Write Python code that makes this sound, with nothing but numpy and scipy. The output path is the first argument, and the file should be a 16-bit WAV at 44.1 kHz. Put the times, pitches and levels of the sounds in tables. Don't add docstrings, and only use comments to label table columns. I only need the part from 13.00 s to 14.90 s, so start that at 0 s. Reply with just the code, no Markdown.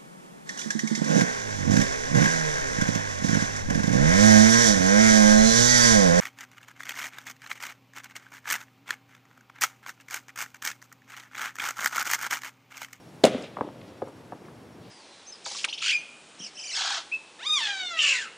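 import sys
import numpy as np
from scipy import signal
from scipy.fft import rfft, irfft, next_fast_len
from scipy.io import wavfile
from scipy.ndimage import map_coordinates

SR = 44100
rng = np.random.default_rng(int(sys.argv[2]) if len(sys.argv) > 2 else 0)


def int16_out(signal):
    q = np.round(np.clip(np.atleast_2d(signal).T, -1, 1) * 32767)
    wavfile.write(sys.argv[1], SR, q.astype(np.int16))


N = 83790

# frequency in Hz, relative level in dB.
NIGHT_COLOUR_DB = [(12, -68), (20, -54), (60, -21.5), (120, -4), (172, -6.5), (330, -8.5), (459, -12.5),
                   (574, -14), (802, -17.5), (1810, -26.5), (5680, -36.5), (11100, -42), (16000, -54.5)]
# frequency in Hz, side level relative to mid in dB.
NIGHT_SIDE_DB = [(30, -2), (60, -26), (150, -22), (380, -13.5), (950, -11), (2400, -8.5), (3500, -15),
                 (6000, -41), (10000, -11), (15000, -22)]
# start in seconds, rms level in dB.
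CHIRPS = [(0, -67.5), (.066, -73), (.968, -69.5), (1.052, -70), (1.385, -73), (1.652, -71), (1.718, -70),
          (1.803, -70)]
# start in seconds, peak in dB before filtering, pitch in Hz, ring in cycles.
THUMPS = [(.2372, -7, 388, 1.4), (.2405, -1.5, 626, 1.96), (.2435, -8, 215, 0.74), (.2478, -9, 545, 2.1),
          (.2497, -4, 577, 1.14), (.2535, -12.5, 643, 5.1), (.2630, -28, 625, 1.3),
          (.2677, -13.5, 690, 0.91), (.2745, -22, 423, 1.6), (.2803, -16, 320, 0.72),
          (.3468, -18.5, 523, 1.76), (.3500, -21, 256, 3)]
# start in seconds, peak in dB before filtering, pitch in Hz, ring in cycles.
SNAPS = [(.2374, -17.5, 4340, 3.1), (.2404, -5, 3720, 2.7), (.2536, -1, 5530, 0.31)]
# start in seconds, level in dB before envelope and air loss,
# centre in Hz, width in octaves, length in seconds.
CRACKS = [(.2370, -24, 7000, 1.1, 0.00058), (.2390, -20, 4400, 1.2, 0.0046),
          (.2478, -22, 3430, 0.74, 0.0025), (.2538, -18, 6000, 1.2, 0.0012),
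          (.2613, -27, 9250, 0.26, 0.0014), (.2650, -26.5, 2820, 0.43, 0.0026),
          (.2690, -34.5, 8550, 0.47, 0.0036), (.4238, -45.5, 7600, 0.14, 0.0016),
          (.4243, -40, 4640, 0.11, 0.0016), (.4200, -55, 5840, 0.47, 0.029),
          (.4340, -45.5, 2600, 0.59, 0.041)]
# time in seconds, low, mid and treble band levels in dB.
YARD_LEVELS = [(0.236, -36, -26.5, -50), (0.253, -25.5, -31, -34), (0.272, -22.5, -32, -42.5),
               (.304, -33.5, -43.5, -54), (.336, -32.5, -40.5, -57), (.375, -34.5, -44, -59.5),
               (0.444, -41.5, -51.5, -61), (.460, -48, -55.5, -66), (0.552, -55, -57.5, -84),
               (.750, -50.5, -63.5, -92), (.95, -52.5, -63.5, -94), (1.199, -61, -75, -100)]
# frequency in Hz, relative level in dB.
YARD_LOW_DB = [(59, -55), (100, -16), (254, -4), (355, -8), (607, -6), (1300, -38.5), (1690, -65),
               (2860, -120)]
YARD_MID_DB = [(710, -23), (1200, -10.5), (3430, -11), (5500, -24.5), (7150, -31), (12100, -120)]
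YARD_TREBLE_DB = [(3500, -51), (5200, 0.5), (8000, -4), (10500, -9.5), (12500, -25), (15500, -23)]
# frequency in Hz, side level relative to mid in dB.
ECHO_SIDE_DB = [(60, -25), (200, -36), (700, -23), (1600, -25), (4000, -27), (12000, -43)]
# start in seconds, peak in dB before filtering, pitch in Hz, ring in cycles.
KNOCKS = [(0.5687, -32, 1480, 2.7), (0.5701, -21, 926, 1.8), (0.5733, -22, 450, 0.63),
          (0.5856, -24.5, 660, 1.2), (.5905, -28.5, 595, 2.2), (0.6098, -39.5, 2350, 0.69),
          (0.6098, -14, 906, 1.02), (.6118, -45, 990, 3), (0.6121, -21.5, 243, 1.74),
          (0.6142, -18.5, 450, 1.37), (0.635, -37, 625, 4), (0.647, -30, 302, 1.3), (0.672, -36, 530, 1.2),
          (.6770, -28, 390, 1.3), (0.689, -29.5, 755, 0.35), (1.0195, -44, 2430, 2.4),
          (1.0199, -34, 1300, 1.2), (1.0195, -25, 677, 3.1), (1.0245, -19.5, 518, 2.4),
          (1.0293, -32.5, 397, 2.5), (1.0335, -28, 520, 1.2), (1.0690, -36.5, 458, 1.7),
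          (1.0740, -35, 930, 2.9), (1.085, -37, 930, 0.78), (1.091, -38, 494, 2), (1.106, -38, 440, 1.8),
          (1.3227, -26.5, 790, 2.9), (1.3215, -40, 1490, 1.3), (1.3290, -29, 510, 0.97),
          (1.3325, -34.5, 910, 2), (1.4190, -33.5, 288, 0.66)]
# start in seconds, level in dB before envelope and air loss,
# centre in Hz, width in octaves, length in seconds.
RUSTLES = [(.812, -47, 2490, 0.48, 0.0066), (.865, -57.5, 3700, 0.66, 0.042),
           (1.08, -58.5, 8500, 0.39, 0.0095), (1.45, -54.5, 2120, 0.45, 0.008),
           (1.483, -43, 1220, 0.55, 0.0053), (1.8, -57.5, 3270, 0.58, 0.16)]
# frequency in Hz, left over right in dB.
LEFT_LEAN_DB = [(100, .5), (1000, .9), (4000, .05)]

NIGHT_DB, DRIFT_DB, FLUTTER_DB = -48.5, .4, 0.66
EARLY_HISS_DB, EARLY_HISS_EDGE_HZ = -0.5, 1830
CHIRP_HZ, CHIRP_S, CHIRP_RAMP_S = 5565, 0.034, 0.0027
CHORUS_DB, CHORUS_WIDTH_HZ = -78.5, 25
BLOW_LOW_HZ, BLOW_RISE_CYCLES = 154, 0.096
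THUMP_TOP_HZ, AIR_TOP_HZ = 960, 10500
YARD_RISE_S, YARD_LUMP_DB, YARD_LUMPS_PER_S = 0.0016, 1.1, 150.7
KNOCK_TOP_HZ, KNOCK_ROOM_DB, KNOCK_T60_S, KNOCK_ROOM_DELAY_S = 3970, -11.5, 0.28, .004
GRAIN_DB, GRAIN_PITCH_RATIO, GRAIN_OCTAVES, GRAIN_S = -11, 0.88, 0.64, 0.0052
TOP_HZ, CLIP_TOP = 15900, .95


def amp(db):
    return 10 ** (np.asarray(db) / 20)


def unit(x):
    return x / np.sqrt(np.mean(x ** 2) + 1e-20)


def along(points, hz):
    f, v = np.transpose(points)
    return np.interp(np.log(hz + 1), np.log(f + 1), v, left=v[0], right=v[-1])


def filtered(x, response):
    m = next_fast_len(x.shape[-1] + 8192)
    spectrum = rfft(x, m) * response(np.fft.rfftfreq(m, 1 / SR))
    return irfft(spectrum, m)[..., :x.shape[-1]]


def wobble(knots_per_s):
    knots = rng.standard_normal(int(N * knots_per_s / SR) + 4)
    return map_coordinates(knots, [np.arange(N) * knots_per_s / SR])


def rush(colour_db, side_db):
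    def response(hz):
        return amp(along(colour_db, hz) + [0 * hz, along(side_db, hz)])

    mid, side = filtered(rng.standard_normal((2, N)), response)
    return unit(np.array([mid + side, mid - side]))


def blows(rows, top_hz, order):
    out, t = np.zeros(N + SR), np.arange(SR // 10) / SR
    for start_s, peak_db, hz, cycles in rows:
        swell = 1 - np.exp(-t * hz / BLOW_RISE_CYCLES)
        shape = swell * np.exp(-(t * hz / max(cycles, .2)) ** 2)
        at = round(start_s * SR)
        out[at:at + len(t)] -= amp(peak_db) * shape / shape.max() * np.sin(2 * np.pi * hz * t)
    lowpass = signal.butter(order, min(top_hz, SR / 2.2), fs=SR, output="sos")
    highpass = signal.butter(2, BLOW_LOW_HZ, "high", fs=SR, output="sos")
    return signal.sosfilt(highpass, signal.sosfilt(lowpass, out[:N]))


def bursts(rows, rise):
    out, t = np.zeros(N + SR), np.arange(SR // 4) / SR
    for start_s, db, hz, octaves, length_s in rows:
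        band = filtered(rng.standard_normal(len(t)),
                        lambda f: np.exp(-.5 * (np.log2((f + 1) / hz) / octaves) ** 2))
        shape = (1 - np.exp(-t / (rise * length_s))) * np.exp(-(t / length_s) ** 2)
        at = round(start_s * SR)
        out[at:at + len(t)] += amp(db) * unit(band * shape) * np.sqrt(np.mean(shape ** 2))
    return filtered(out[:N], lambda f: 1 / (1 + (f / AIR_TOP_HZ) ** 6))


def night():
    drift = amp(DRIFT_DB * wobble(0.98) + FLUTTER_DB * wobble(25.06))
    steady = drift * rush(NIGHT_COLOUR_DB, NIGHT_SIDE_DB)
    hiss = filtered(rush(NIGHT_COLOUR_DB, NIGHT_SIDE_DB),
                    lambda hz: hz ** 2 / (hz ** 2 + EARLY_HISS_EDGE_HZ ** 2))
    before_catch = np.arange(N) / SR < min(THUMPS)[0]
    return amp(NIGHT_DB) * (steady + amp(EARLY_HISS_DB) * hiss * before_catch)


def crickets():
    t = np.arange(N) / SR
    level = np.zeros(N)
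    for start_s, db in CHIRPS:
        edge_s = np.minimum(t - start_s, start_s + CHIRP_S - t)
        level += amp(db) * np.clip(edge_s / CHIRP_RAMP_S, 0, 1)
    near = np.sqrt(2) * level * np.sin(2 * np.pi * CHIRP_HZ * t + .5 * wobble(41.1))
    chorus = filtered(rng.standard_normal(N),
                      lambda f: np.exp(-.5 * ((f - CHIRP_HZ) / CHORUS_WIDTH_HZ) ** 2))
    return near + amp(CHORUS_DB) * unit(chorus)


def yard():
    times_s, *band_levels_db = np.transpose(YARD_LEVELS)
    t = np.arange(N) / SR
    out = np.zeros((2, N))
    for levels_db, colour_db in zip(band_levels_db, (YARD_LOW_DB, YARD_MID_DB, YARD_TREBLE_DB)):
        fade_db = np.interp(t, times_s, levels_db, right=-120)
        lumps_db = YARD_LUMP_DB * wobble(YARD_LUMPS_PER_S)
        out += amp(fade_db + lumps_db) * rush(colour_db, ECHO_SIDE_DB)
    return np.clip((t - times_s[0]) / YARD_RISE_S, 0, 1) * out


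def catch():
    thumps = blows(THUMPS, THUMP_TOP_HZ, order=4)
    snaps = blows(SNAPS, AIR_TOP_HZ, order=4)
    return thumps + snaps + bursts(CRACKS, rise=0.053)


def knocks():
    grain_rows = [(start_s, db + GRAIN_DB, hz * GRAIN_PITCH_RATIO, GRAIN_OCTAVES, GRAIN_S)
                  for start_s, db, hz, _ in KNOCKS]
    direct = blows(KNOCKS, KNOCK_TOP_HZ, order=1) + bursts(grain_rows, rise=0.076)
    t = np.arange(SR // 3) / SR
    tail = rush([(100, 0.0057), (3000, 0)], ECHO_SIDE_DB)[:, :len(t)]
    tail = tail * amp(-60 * t / KNOCK_T60_S) * (t > KNOCK_ROOM_DELAY_S)
    room = signal.fftconvolve(direct[None], tail / np.linalg.norm(tail[0]), axes=1)[:, :N]
    return direct + amp(KNOCK_ROOM_DB) * room


def rustles():
    return bursts(RUSTLES, rise=0.25)


def scene():
    return catch() + yard() + knocks() + rustles() + crickets() + night()


def record(dry):
    soft = dry / (1 + (dry / CLIP_TOP) ** 8) ** (1 / 8)

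    def response(hz):
        lean_db = np.outer([.5, -.5], along(LEFT_LEAN_DB, hz))
        return amp(lean_db) * (hz < TOP_HZ)

    return filtered(soft, response)


dry = scene()
out = record(dry)
int16_out(out)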